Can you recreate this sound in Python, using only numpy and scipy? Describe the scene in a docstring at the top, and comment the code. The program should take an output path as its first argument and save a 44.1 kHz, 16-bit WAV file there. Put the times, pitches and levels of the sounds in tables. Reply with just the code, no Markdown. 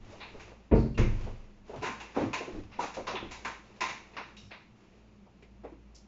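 """Clothes rustle and a wooden chair knocks lightly over a faint low hum in a small, bare room.
Someone leans heavily on a table: two thumps shake it and set off low tones of the table and the room.
They sit down and shift the chair, with dull padded knocks, sharp wooden clacks and short scrapes.
Small things clink now and then, and every blow trails off in the room's short echo."""
import sys
import numpy as np
from scipy import signal
from scipy.fft import rfft, irfft, next_fast_len
from scipy.io import wavfile
from scipy.ndimage import map_coordinates

SR = 44100
rng = np.random.default_rng(int(sys.argv[2]) if len(sys.argv) > 2 else 0)


def waveform_to_disk(signal):
    """Save audio, clipped to [-1, 1], as 16-bit WAV at the path in sys.argv[1]."""
    frames = np.transpose(np.atleast_2d(signal))
    scaled = np.clip(frames, -1, 1) * 32767
    samples = np.round(scaled).astype(np.int16)
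    wavfile.write(sys.argv[1], SR, samples)


N = 267687
T = np.arange(SR) / SR  # time since a blow [s]


def amp(db):
    """Turn decibels into a gain to multiply by."""
    return 10 ** (np.asarray(db) / 20)


def unit(x):
    """Scale a sound to an average (rms) level of 1."""
    return x / np.sqrt(np.mean(x ** 2) + 1e-20)


def unit_blow(x):
    """Scale a blow to the energy of a twentieth of a second at level 1."""
    return x / np.sqrt(np.sum(x ** 2) * 20 / SR + 1e-20)


def along(points, hz):
    """Read between (frequency [Hz], value) points, with octaves evenly spaced."""
    freqs, values = np.transpose(points)
    return np.interp(np.log(hz + 1), np.log(freqs), values)


def wobble(rate):
    """A smooth curve through `rate` random values a second."""
    values = rng.standard_normal(int(N * rate / SR) + 4)
    return map_coordinates(values, [np.arange(N) * rate / SR])


def colour(x, gain):
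    """Turn each frequency of a sound up or down by gain(hz)."""
    size = 2 * next_fast_len(len(x) // 2 + SR // 10)
    gains = np.maximum(gain(np.fft.rfftfreq(size, 1 / SR)), 1e-6)
    cepstrum = irfft(np.log(gains))
    # fold the filter so that it rings only after a sound, never before
    cepstrum[1:size // 2] *= 2
    cepstrum[size // 2 + 1:] = 0
    return irfft(rfft(x, size) * np.exp(rfft(cepstrum)))[:len(x)]


def rush(spectrum):
    """Steady noise at level 1 with the given balance of low and high."""
    return unit(colour(rng.standard_normal(N), lambda hz: amp(along(spectrum, hz))))


def fade(t, t60):
    """A gain that falls 60 dB in t60 seconds, the fade time."""
    return np.exp(-np.log(1000) * np.maximum(t, 0) / t60)


def gesture(start, length, attack, t60):
    """A gain that swells from `start`, holds until `length` has passed and dies away."""
    t = np.arange(N) / SR - start
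    return np.clip(t / attack, 0, 1) * fade(t - length, t60)


def resonance(hz, centre_hz, q):
    """A gain that peaks at 1 on one pitch; a higher q makes it narrower."""
    return hz / np.hypot(hz, q * (hz ** 2 - centre_hz ** 2) / centre_hz)


def soft(hz, cut_hz, leak_db):
    """A padded contact passes little above its cut-off, apart from a faint slap."""
    return 1 / np.hypot(1, (hz / cut_hz) ** 4) + amp(leak_db) / np.hypot(1, (hz / 2800) ** 4)


def add(track, start, sound):
    """Mix a sound into the track at `start` seconds."""
    part = track[round(start * SR):][:len(sound)]
    part += sound[:len(part)]


def impact(contact, t60, grain_db):
    """A chattering contact and its echoes: they build while it lasts, then die away."""
    # how long the room holds each frequency: (frequency [Hz], fade time [times t60])
    room = [(50, 1.7), (200, 1.3), (500, 0.68), (1000, 1.1), (2500, 1.1), (7000, 1.08)]
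    hz, t, bands = signal.stft(rng.standard_normal(SR), SR, nperseg=256)
    fading = fade(t - contact, t60 * along(room, hz)[:, None])
    echoes = signal.istft(bands * fading, SR)[1][:SR]
    build = np.minimum(T / max(contact, 1e-4), 1) ** 0.3
    chatter = np.clip(wobble(450)[:SR], -2, 2) * fade(T - contact, 0.16)
    return echoes * build * amp(grain_db * chatter)


def ringing(tones, build):
    """Tones set off by a blow swell and fade; neighbours swing in opposite directions."""
    swell = 1 - np.exp(-T / max(build, 1e-4))
    return swell * sum((-1) ** k * amp(db + rng.normal(0, 1)) * fade(T, t60) * np.sin(2 * np.pi * hz * T)
                       for k, (hz, t60, db) in enumerate(tones))


def room_tone():
    """Faint air noise, and a hum that gathers at the room's own low pitches."""
    # noise of the air: (frequency [Hz], relative level [dB])
    air = [(12, -49), (20, -32.5), (48, -14.5), (70, -5.5), (87, -10), (107, -16.5), (204, 3), (255, -7.5),
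           (304, -6), (442, -14), (785, -21.5), (1330, -24), (2800, -62), (7060, -39), (7800, -64.5),
           (10100, -91.5), (17200, -120)]
    # the room's low resonances: (pitch [Hz], width [Hz], level [dB])
    hums = [(55.75, 2.3, -61), (117.8, 13, -68.5), (205.1, 26, -64.5)]
    hum = np.zeros(N)
    for pitch, width, db in hums:
        band = colour(rng.standard_normal(N), lambda hz: 1 / (1 + (2 * (hz - pitch) / width) ** 2))
        hum += amp(db) * unit(band)
    return amp(-64) * rush(air) + hum


def clothes_rustle():
    """Cloth rubs with each movement and snags at random, more strongly when the movement is brisk."""
    # step in, lean, sit, shift the chair, turn, settle: (time [s], length [s], level [dB])
    moves = [(0, 0.47, -59.5), (1.001, 0.28, -55), (1.647, 0.92, -57.5), (2.74, 0.78, -61),
             (3.62, 0.69, -64.5), (4.75, 0.22, -73)]
    # rubbing cloth: (frequency [Hz], relative level [dB])
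    cloth = [(150, -18.5), (350, 3), (600, -3), (950, -5.5), (1500, -11.5), (2700, -9.5), (3200, -15.5),
             (4200, -18), (6800, -21), (8000, -35)]
    still_db, snags_per_second = -67.5, 25
    level = amp(still_db) + sum(amp(db) * gesture(start, length, attack=0.058, t60=0.68)
                                for start, length, db in moves)
    briskness = level / level.max()
    snags = (rng.random(N) < snags_per_second / SR) * rng.random(N) * briskness
    grip = 1 + 1.13 * signal.fftconvolve(snags, fade(T, 0.077))[:N]  # each snag dies away in the room
    return level * unit(rush(cloth) * grip)


def table_rumble():
    """Shifts of weight rock the table, which trembles faintly in between."""
    # shifts of weight: (time [s], level [dB])
    rocks = [(0, -49.5), (.33, -51.5), (.976, -33), (1.231, -42), (2.53, -41.5), (2.96, -54.5), (3.21, -51)]
    # the shaking table: (frequency [Hz], relative level [dB])
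    rumble = [(15, -3.5), (27, -3.5), (45, -11.5), (80, -9.5), (113, -3.5), (150, -25), (210, -11),
              (400, -48), (1000, -62.5)]
    tremble_db = -68.5
    rocking = sum(amp(db) * gesture(start, length=0.014, attack=0.014, t60=0.75) for start, db in rocks)
    return (amp(tremble_db) + rocking) * rush(rumble)


def crack(bite_hz, treble_db, edge_hz, contact, t60):
    """Struck wood gives a burst of noise, boosted at bite_hz and cut off above edge_hz."""
    # struck wood: (frequency [Hz], relative level [dB])
    wood = [(40, -23.5), (200, -2.5), (400, -0.5), (700, 0.5), (950, 3.5), (1350, -3.5), (1650, -3),
            (2100, -1.5), (2750, -1.5), (3100, -11), (3800, -8), (4500, -12), (6800, -10.5), (8000, -24.5)]

    def shape(hz):
        treble_share = along([(2400, 0.13), (4200, 0.63)], hz)
        body = amp(along(wood, hz) + treble_db * treble_share)
        bite = 1 + amp(0.5) * resonance(hz, bite_hz, q=6.1)
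        return body * bite / np.hypot(1, (hz / edge_hz) ** 10)

    return unit_blow(colour(impact(contact, t60, grain_db=1), shape))


def chair_clacks():
    """Wood meets a hard surface: the harder the blow, the more the chair's frame rings with it."""
    # clacks and short scrapes:
    # (time [s], level [dB], bite [Hz], treble setting [dB], treble edge [Hz], contact time [s])
    clacks = [(0.106, -62, 2460, 17, 8000, 0.016), (0.201, -44.5, 2370, 16, 4400, 0.024),
              (0.396, -51.5, 2200, 2, 7960, .008), (1.822, -33, 1490, -4.5, 8000, 0.045),
              (2.001, -45, 2720, -1, 7800, 0.0026), (2.144, -40, 1300, -11, 7000, 0.065),
              (2.331, -33, 2620, .5, 8000, 0.0092), (2.715, -52.5, 2700, 0, 5900, .03),
              (2.791, -38, 1300, 3, 8100, 0.049), (2.94, -48, 2270, 13, 7970, 0.0074),
              (3.068, -35.5, 1250, 6, 6240, 0.012), (3.152, -37.5, 3330, 13, 3710, 0.0029),
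              (3.309, -44.5, 2280, 12, 8060, 0.014), (3.448, -35.5, 1530, -4.5, 8000, 0.0035),
              (3.806, -30, 2150, 5, 7050, 0.013), (3.884, -39.5, 2120, 1, 7160, 0.02),
              (4.134, -58, 2200, -2, 5000, 0.0022), (4.166, -39, 1390, -4.5, 5620, 0.0077),
              (4.507, -47, 2140, 8.5, 4600, 0.013), (5.64, -62, 2190, -3, 2800, .02)]
    # the frame's own tones: (pitch [Hz], fade time [s], relative level [dB])
    frame = [(1005, 0.17, 4.5), (1046, 0.42, -4.5), (917, 0.32, -7.5), (1403, 0.22, -16), (2070, 0.34, -19),
             (2350, 0.32, -14), (2480, 0.12, -14), (2704, 0.19, -9), (2730, 0.13, -9.5), (3800, 0.41, -20)]
    full_ring_db = -29  # a blow this loud rings as strongly as it cracks
    out = np.zeros(N)
    for start, db, bite_hz, treble_db, edge_hz, contact in clacks:
        ring = ringing(frame, contact)
        flutter = amp(1.4 * wobble(90)[:SR])  # crossing echoes make the ring flutter
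        ring = amp(0.89 * (db - full_ring_db)) * unit_blow(ring * flutter)
        hit = crack(bite_hz, treble_db, edge_hz, contact, t60=0.39)
        add(out, start, amp(db) * unit_blow(hit + ring))
    return out


def dull_knocks():
    """Padded blows, each with a hollow pitch; louder ones take longer to fade."""
    # chair legs, feet and elbows: (time [s], level [dB], pitch [Hz], contact time [s])
    knocks = [(0.11, -52.5, 580, 0.04), (0.343, -50.5, 440, .006), (0.515, -55, 566, .002),
              (1.126, -51.5, 308, .005), (1.263, -46, 490, 0.015), (1.694, -45, 413, 0.0025),
              (1.732, -44.5, 634, .003), (1.763, -44.5, 113.3, 0.018), (1.819, -39.5, 425, 0.0092),
              (1.873, -45.5, 230, 0.029), (2.16, -30, 520, 0.014), (2.168, -33, 298, 0.007),
              (2.212, -30, 293, 0.013), (2.226, -39, 117.5, 0.013), (2.405, -40.5, 446, .008),
              (2.478, -42, 352, 0.0049), (2.534, -41, 301, 0.049), (2.788, -32.5, 920, 0.0043),
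              (2.828, -41.5, 790, .005), (2.967, -37.5, 537, 0.0065), (3.079, -42, 576, 0.029),
              (3.134, -41, 375, 0.002), (3.225, -43.5, 320, 0.0028), (4.42, -53, 103, 0.017),
              (5.263, -64, 770, 0.0028), (5.425, -60.5, 406, 0.0027), (5.635, -44, 466, 0.016),
              (5.718, -51, 292, .005)]
    # a knock before the padding dulls it: (frequency [Hz], relative level [dB])
    bare_knock = [(30, -14.5), (110, -8.5), (160, -8.5), (300, 1.5), (500, 1), (700, -1), (950, 0.5),
                  (1500, -1), (2500, -5.5), (7000, 11.5)]
    firm_db, doubling_db = -34, 36.5  # a firm knock; the extra level that doubles its fade time
    out = np.zeros(N)
    for start, db, pitch_hz, contact in knocks:
        cut_hz = min(1.76 * pitch_hz, 930)  # higher knocks are brighter, up to a limit
        t60 = 0.32 * 2 ** ((db - firm_db) / doubling_db)
        blow = impact(contact, t60, grain_db=-1.5)
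        body = lambda hz: amp(along(bare_knock, hz)) + amp(10.5) * resonance(hz, pitch_hz, q=9)
        knock = colour(blow, lambda hz: body(hz) * soft(hz, cut_hz, leak_db=-22.5))
        add(out, start, amp(db) * unit_blow(knock))
    return out


def table_thumps():
    """Weight lands twice on the table with a slap, at spots that bring out different tones."""
    # the two landings:
    # (time [s], thud level [dB], thud cut-off [Hz], build-up [s], slap level [dB], slap edge [Hz])
    thumps = [(.713, -21, 637, 0.02, -53.5, 4500), (.976, -29, 486, 0.018, -35.5, 7030)]
    # low tones of the table and the room, set ringing by each thump:
    # (pitch [Hz], fade time [s], first thump level [dB], second thump level [dB])
    low_tones = [(26.32, 0.99, -37.5, -17.5), (52.7, 0.71, -21, -22), (79.2, 0.36, -18, -31),
                 (99, 0.73, -28, -25), (111.3, 0.61, -59.5, -24), (125.5, 0.53, -20.5, -21.5),
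                 (143, 0.76, -25.5, -40), (185.4, 0.72, -29, -39), (208, 0.54, -33.5, -27),
                 (225.3, 0.5, -14.5, -36), (273, 0.38, -29, -46.5), (312, 0.3, -14, -31),
                 (349, 0.3, -27, -24), (385.4, 0.62, -31, -40.5), (446, 0.22, -11, -32),
                 (510, 0.35, -32, -35), (583, 0.58, -35.5, -53), (920, 0.29, -29.5, -64)]
    # a thud before the soft contact dulls it: (frequency [Hz], relative level [dB])
    bare_thud = [(25, -1), (60, 9), (170, -4.5), (280, 6.5), (450, 5.5), (800, -3), (1500, 6.5), (2500, 15),
                 (7000, -8.5)]
    out = np.zeros(N)
    for k, (start, thud_db, cut_hz, build, slap_db, edge_hz) in enumerate(thumps):
        blow = impact(build, t60=0.4, grain_db=1)
        thud = colour(blow, lambda hz: amp(along(bare_thud, hz)) * soft(hz, cut_hz, leak_db=-46))
        slap = crack(bite_hz=2200, treble_db=-5.5, edge_hz=edge_hz, contact=0.0068, t60=0.38)
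        ring = ringing([(hz, t60, levels[k]) for hz, t60, *levels in low_tones], build)
        add(out, start, amp(thud_db) * unit_blow(thud) + ring + amp(slap_db) * slap)
    return out


def small_clinks():
    """Light contacts give a bright tick and two close tones that waver against each other."""
    # clinks: (time [s], level [dB], pitch [Hz], contact time [s], fade time [s], tones over tick [dB])
    clinks = [(.745, -55.5, 4440, 0.051, 0.53, -9.5), (0.944, -59.5, 2750, .004, .24, 6),
              (4.366, -57.5, 2804, .004, 0.36, -6), (4.366, -59, 3770, .004, 0.41, 2),
              (4.368, -60, 5460, .004, 0.63, -7), (5.423, -64, 2240, .002, 0.19, -11),
              (5.947, -59, 5450, 0.011, 0.27, -24)]
    out = np.zeros(N)
    for start, db, pitch_hz, contact, t60, tone_db in clinks:
        blow = impact(contact, t60, grain_db=-3)
        tick = unit_blow(colour(blow, lambda hz: resonance(hz, pitch_hz, q=4.3)))
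        tones = unit_blow(ringing([(pitch_hz, t60, 0), (pitch_hz * 1.017, t60, -3)], contact))
        add(out, start, amp(db) * unit_blow(tick + amp(tone_db) * tones))
    return out


def scene():
    """All the sounds reach one microphone on the table."""
    blows = table_thumps() + dull_knocks() + chair_clacks() + small_clinks()
    return (blows + clothes_rustle() + table_rumble() + room_tone())[None]


def record(dry):
    """Cut away the highest treble."""
    top_hz = 7600
    low_pass = signal.firwin(221, top_hz, window=('kaiser', 7), fs=SR)
    return signal.fftconvolve(dry, low_pass[None], mode='same', axes=1)


dry = scene()
out = record(dry)
waveform_to_disk(out)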